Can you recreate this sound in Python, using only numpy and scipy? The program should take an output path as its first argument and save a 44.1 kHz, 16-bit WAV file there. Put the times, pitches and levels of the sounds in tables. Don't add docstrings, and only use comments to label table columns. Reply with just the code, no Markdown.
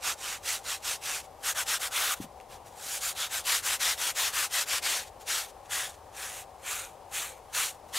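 import sys
import numpy as np
from scipy import signal
from scipy.fft import rfft, irfft
from scipy.io import wavfile
from scipy.ndimage import uniform_filter1d

SR = 44100
rng = np.random.default_rng(int(sys.argv[2]) if len(sys.argv) > 2 else 0)


def store_wav(level_fs):
    pcm = np.round(np.clip(np.atleast_2d(level_fs), -1, 1) * 32767)
    wavfile.write(sys.argv[1], SR, pcm.T.astype(np.int16))


N = 351918
TIME = np.arange(N) / SR

# pitch_hz, level_db
RASP_TONE = [(100, -38), (250, -24.5), (430, -17.5), (600, -10), (850, -6), (1400, 1), (2100, -1.64),
             (3700, -0.25), (4900, -2), (6900, -1.34), (9500, -4), (12000, -7.5), (14000, -10.5),
             (15600, -16.5)]
# start_s, length_s, speed_up_s, slow_down_s, level_db,
# brightness_db_per_octave, palm_hollow_db, hand_shadow_db, bounce_delay_ms
PAD_STROKES = [(0.008, 0.15, 0.064, 0.056, -29, -1.6, -3, 1.5, 0.81),
               (0.146, 0.26, 0.14, 0.08, -35.0, -1.4, -0.5, 2.5, 0.38),
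               (0.415, 0.2, 0.086, 0.093, -30, -0.6, -3, 2, 1.45),
               (0.614, 0.19, 0.11, 0.094, -32, -0.6, -2.5, -0.1, 1.5),
               (0.81, 0.18, 0.082, 0.077, -30.5, -0.7, -2.0, 0.7, 0.34),
               (0.994, 0.25, 0.09, 0.1, -33, -0.8, -1.4, 0.9, 0.38),
               (1.413, 0.13, 0.074, 0.044, -27.5, 0.5, 2, 2.6, 0.62),
               (1.534, 0.12, 0.057, 0.048, -29, -0.1, 2.1, 4, 1.8),
               (1.648, 0.15, 0.058, 0.055, -28, -0.1, 2, 2.5, 0.31),
               (1.783, 0.12, 0.047, 0.045, -31.5, 0.8, 4.5, 2, 2.5),
               (1.891, 0.27, 0.088, 0.041, -28, 0.4, 5.1, 2.5, 0.29),
               (2.719, 0.3, 0.32, 0.074, -31, 1.2, 1, 1.5, 1.27),
               (2.986, 0.16, 0.064, 0.059, -30.5, 1.8, 5, 1, 0.43),
               (3.133, 0.17, 0.092, 0.081, -29.7, -0.5, 2.5, 2, 0.4),
               (3.279, 0.16, 0.08, 0.073, -31, 0.2, 1, 2, 1.33),
               (3.43, 0.2, 0.074, 0.086, -26, 0.4, 0.7, -0.6, 0.99),
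               (3.61, 0.18, 0.072, 0.057, -27.9, 0.4, 2, 2.5, 0.37),
               (3.784, 0.19, 0.048, 0.078, -26.5, -0.5, -2.7, 1.3, 0.56),
               (3.949, 0.19, 0.084, 0.047, -29.5, 0, -0.5, 2.5, 2.1),
               (4.134, 0.2, 0.068, 0.077, -27.5, -0.56, -3.5, 1.5, 2.8),
               (4.303, 0.19, 0.079, 0.058, -28, 0, 1.5, 2, 0.39),
               (4.49, 0.17, 0.078, 0.055, -27, 0, -1.3, 0.7, 1.55),
               (4.642, 0.17, 0.092, 0.047, -28, -0.3, 0.2, 1, 0.4),
               (4.804, 0.27, 0.066, 0.16, -28, -1.0, -3, 0.1, 0.48),
               (5.253, 0.245, 0.056, 0.16, -29, -0.2, -2.2, 0, 2.2),
               (5.686, 0.27, 0.049, 0.2, -31, -0.7, -1, 3.5, 1.13),
               (6.108, 0.23, 0.13, 0.097, -37.5, -0.6, 1.5, 5.5, 1.16),
               (6.219, 0.24, 0.1, 0.071, -41.5, 0, -2, 6, 0.41),
               (6.601, 0.33, 0.13, 0.23, -32.5, -0.1, 2.8, 8, 0.43),
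               (7.102, 0.28, 0.069, 0.26, -31.5, 0.2, 2, 7.5, 0.44),
               (7.516, 0.231, 0.061, 0.142, -27.5, 0.26, -3, 4, 0.69),
               (7.918, 0.24, 0.057, 0.14, -28.5, -0.5, 0.5, 0, 1)]


def gain_of(db):
    return 10 ** (np.asarray(db) / 20)


def evened(x):
    return x / np.sqrt(np.mean(x ** 2) + 1e-20)


def read(points, hz):
    pitch_hz, value = np.transpose(points)
    return np.interp(np.log(hz + 1), np.log(pitch_hz + 1), value)


def coloured(x, db_at):
    return irfft(rfft(x) * gain_of(db_at(np.fft.rfftfreq(N, 1 / SR))), N)


def wander(rate_hz):
    return evened(coloured(rng.standard_normal(N), lambda hz: -10 * np.log10(1 + (hz / rate_hz) ** 4)))


def hump(hz, centre_hz, octaves):
    return np.exp(-(np.log2((hz + 1) / centre_hz) / octaves) ** 2)


def add(mix, start_s, sound):
    part = mix[max(round(start_s * SR), 0):][:len(sound)]
    part += sound[:len(part)]


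def arm_swing(start, length, rise_s, fall_s):
    up = np.clip((TIME - start) / rise_s, 0, 1)
    down = np.clip((start + length - TIME) / fall_s, 0, 1)
    return (np.sin(np.pi / 2 * up) * np.sin(np.pi / 2 * down)) ** 2


def rub_strength(sag_db=1.0, drag_db=-28.5, fade_db_per_s=500):
    # start_s, length_s, level_db
    brushes = [(0, 0.031, -50), (1.214, 0.067, -53.4), (2.132, 0.088, -50), (2.188, 0.083, -44.5),
               (2.469, 0.13, -50.4), (2.632, 0.088, -54.5), (5.037, 0.075, -51), (5.188, 0.06, -50.5),
               (5.467, 0.054, -50.5), (5.638, 0.042, -55), (5.922, 0.047, -56.1), (7.876, 0.04, -56)]
    power = np.zeros(N)
    for start, length, rise_s, fall_s, db, *_ in PAD_STROKES:
        inside = np.clip(TIME, start, start + length)
        run = arm_swing(start, length, rise_s, fall_s) * gain_of(db - sag_db * (inside - start) / length)
        drag = gain_of(db + drag_db - np.minimum(fade_db_per_s * abs(TIME - inside), 80))
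        power += run ** 2 + drag ** 2
    for start, length, db in brushes:
        power += (gain_of(db) * arm_swing(start, length, length / 2, length / 2)) ** 2
    return np.sqrt(power)


def slips(speed, slow_per_s=6000, extra_per_s=50000, spread_db=0.3):
    chance = np.clip((slow_per_s + extra_per_s * speed) / SR, 1e-3, 1)
    size = rng.standard_normal(N) * gain_of(spread_db * np.minimum(rng.exponential(1, N), 4))
    return evened(size * (rng.random(N) < chance) / np.sqrt(chance))


def under_hand(x, speed, ease_db_per_octave_s=3.5, bite_db=1.5, patchy_db=1.7,
               bounce_share=0.26, bounce_dull_hz=4500, glide_per_s=0.14):
    # time_s, mesh_ring_db, shadow_hz, left_minus_right_db
    holds = [(0, 2.5, 4450, -1.9), (1.6, .8, 4750, 0.2), (2.05, -2.4, 4560, 0.1), (3.0, 1.5, 5100, -0.2),
             (3.8, -1.2, 4400, 1), (5.0, 0.5, 4750, 1.2), (6.2, 0.8, 4550, 0.2), (6.8, 1.5, 5040, -0.2),
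             (7.98, .8, 5100, 0.8)]
    # start_s, end_s, pitch_hz, width_octaves, boost_db
    cupped_rings = [(3.14, 3.294, 3660, 0.22, 5.5), (5.68, 6.5, 1810, .16, 2), (6.6, 7.4, 2420, .1, 4.5)]
    hz, t, slices = signal.stft(x, SR, nperseg=512, noverlap=384)
    hz = hz[:, None]
    start, length, _, _, _, *grip = np.transpose(PAD_STROKES)
    middle = start + length / 2
    stroke = np.argmin(abs(t[:, None] - middle) - length / 2, axis=1)
    from_middle_s = t - middle[stroke]
    bright, hollow, shadow, delay_ms = (uniform_filter1d(column[stroke], size=15) for column in grip)
    hold_s, *hold = np.transpose(holds)
    mesh, shadow_hz, pan = (np.interp(t, hold_s, column) for column in hold)
    bright = bright + ease_db_per_octave_s * from_middle_s
    db = read(RASP_TONE, hz) + bright * np.log2(np.maximum(hz, 700) / 4000)
    db += hollow * hump(hz, centre_hz=1320, octaves=0.33)
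    db += mesh * hump(hz, centre_hz=7400, octaves=0.59)
    db -= shadow * np.exp(-((hz - shadow_hz) / 880) ** 2)
    db += bite_db * (np.interp(t, TIME, speed) - 0.86) * hump(hz, centre_hz=2200, octaves=1.1)
    for begin, end, ring_hz, octaves, ring_db in cupped_rings:
        db += ring_db * hump(hz, ring_hz, octaves) * ((t > begin) & (t < end))
    bunches = uniform_filter1d(rng.standard_normal(db.shape), size=5, axis=0)
    db += patchy_db * evened(uniform_filter1d(bunches, size=12, axis=1))
    delay_s = delay_ms / 1000 * (1 + glide_per_s * from_middle_s)
    bounce = bounce_share * np.exp(-hz / bounce_dull_hz - 2j * np.pi * hz * delay_s)
    colour = gain_of(db) / abs(1 - bounce)
    colour /= np.sqrt(np.mean(colour ** 2, axis=0))
    slices = slices * colour * gain_of(np.array([pan, -pan]) / 2)[:, None]
    return evened(signal.istft(slices, SR, nperseg=512, noverlap=384)[1][:, :N])


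def pad(boost_db=0.17, chatter_db=0.82):
    # pitch_hz, level_against_direct_db
    scatter = [(700, -35.5), (1100, -30), (1700, -16), (3400, -77), (5000, -30), (8000, -21.5),
               (13000, -18)]
    strength = rub_strength()
    speed = np.sqrt(strength / strength.max())
    direct = slips(speed)
    scattered = coloured(rng.standard_normal(N), lambda hz: read(scatter, hz))
    rasp = under_hand(np.array([direct + scattered, direct - scattered]), speed)
    return rasp * strength * gain_of(boost_db + chatter_db * wander(rate_hz=70))


def background(air_db=-51, waver_db=0.45):
    # pitch_hz, level_db
    air_tone = [(15, -40), (28, -9.5), (48, -5.5), (80, -2.5), (160, -14), (200, -14), (250, -14.5),
                (320, -13), (550, -2.5), (680, -6.5), (800, -3.5), (1080, -8), (1450, -20.5), (4000, -27),
                (10000, -29), (15600, -36)]
    # pitch_hz, likeness (0 to 1)
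    air_likeness = [(60, 1), (200, 0.77), (640, 0.94), (3000, 0.95), (7000, 0.61), (15000, 0.38)]
    # pitch_hz, width_hz, level_db
    whirr_tones = [(776, 79, -56), (927, 59, -67), (553, 130, -68)]
    hz = np.fft.rfftfreq(N, 1 / SR)
    left, other = rfft(rng.standard_normal((2, N)))
    alike = read(air_likeness, hz)
    right = alike * left + np.sqrt(1 - alike ** 2) * other
    air = irfft(np.array([left, right]) * gain_of(read(air_tone, hz)), N)
    whirr = np.zeros(N)
    for pitch_hz, width_hz, db in whirr_tones:
        phase = 2 * np.pi * pitch_hz * TIME
        fuzzy_tone = wander(width_hz / 2) * np.cos(phase) + wander(width_hz / 2) * np.sin(phase)
        whirr += gain_of(db) * evened(fuzzy_tone)
    return (gain_of(air_db) * evened(air) + whirr) * gain_of(waver_db * wander(rate_hz=23))


def whistles():
    # start_s, length_s, from_hz, to_hz, level_db
    slides = [(1.31, .12, 11300, 14100, -73), (7.83, .07, 11300, 14200, -76)]
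    out = np.zeros(N)
    for start, length, from_hz, to_hz, db in slides:
        hz = np.linspace(from_hz, to_hz, int(length * SR))
        tone = np.sin(2 * np.pi * np.cumsum(hz) / SR)
        add(out, start, gain_of(db) * tone * signal.windows.tukey(len(hz), 0.5))
    return out


def bumps(rise_s=0.0046, dull_hz=420):
    # start_s, level_db, pitch_hz, fade_s (time to fall by 60 dB)
    blows = [(2.201, -24, 268, 0.033), (2.2416, -37, 224, 0.05)]
    # pitch_multiple, boost_db, fade_multiple
    body_tones = [(1, 5.5, 0.77), (.75, -9, 2.8), (.45, -14, 3.5)]
    out, t = np.zeros(N), np.arange(SR // 4) / SR
    swell = 1 - np.exp(-(t / rise_s * 2) ** 2)
    for start, db, hz, fade_s in blows:
        ring = sum(gain_of(db + boost - 60 * t / (fade_s * longer)) * np.sin(2 * np.pi * hz * ratio * t)
                   for ratio, boost, longer in body_tones)
        add(out, start, -ring * swell)
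    return coloured(out, lambda hz: -10 * np.log10(1 + (hz / dull_hz) ** 10))


def snaps(ring_s=0.001, focus_db=14):
    # start_s, peak_db, pitch_hz
    strands = [(2.401, -38, 2400), (2.411, -42, 2200), (2.76, -45, 9000), (5.574, -52, 1600),
               (6.439, -42, 3400), (6.85, -31, 6540), (7.154, -25.5, 4000)]
    out, t, hz = np.zeros(N), np.arange(1024) / SR, np.fft.rfftfreq(1024, 1 / SR)
    shape = np.exp(-t / ring_s) * (1 - np.exp(-(t / ring_s * 2) ** 2))
    for start, db, pitch_hz in strands:
        burst = rng.standard_normal(len(t)) * shape
        tone_db = read(RASP_TONE, hz) + focus_db * hump(hz, pitch_hz, octaves=0.54)
        tick = irfft(rfft(burst) * gain_of(tone_db))
        add(out, start, gain_of(db) * tick / abs(tick).max() * (1 - t / t[-1]))
    return out


def scene():
    return pad() + snaps() + bumps() + whistles() + background()


def record(dry, top_hz=15780):
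    # pitch_hz, left_minus_right_db
    left_lean = [(60, 0.5), (200, 1), (380, 6), (700, 8.5), (1290, 1.5), (2400, 0.5), (4400, -0.3),
                 (15000, 1.5)]
    lean = gain_of(read(left_lean, np.fft.rfftfreq(N, 1 / SR)))
    left_right = np.array([2 * lean, np.full_like(lean, 2)]) / (1 + lean)
    heard = irfft(rfft(dry) * left_right, N)
    treble_cut = signal.firwin(511, top_hz, window=("kaiser", 9), fs=SR)
    return signal.oaconvolve(heard, treble_cut[None], "same")


dry = scene()
out = record(dry)
store_wav(out)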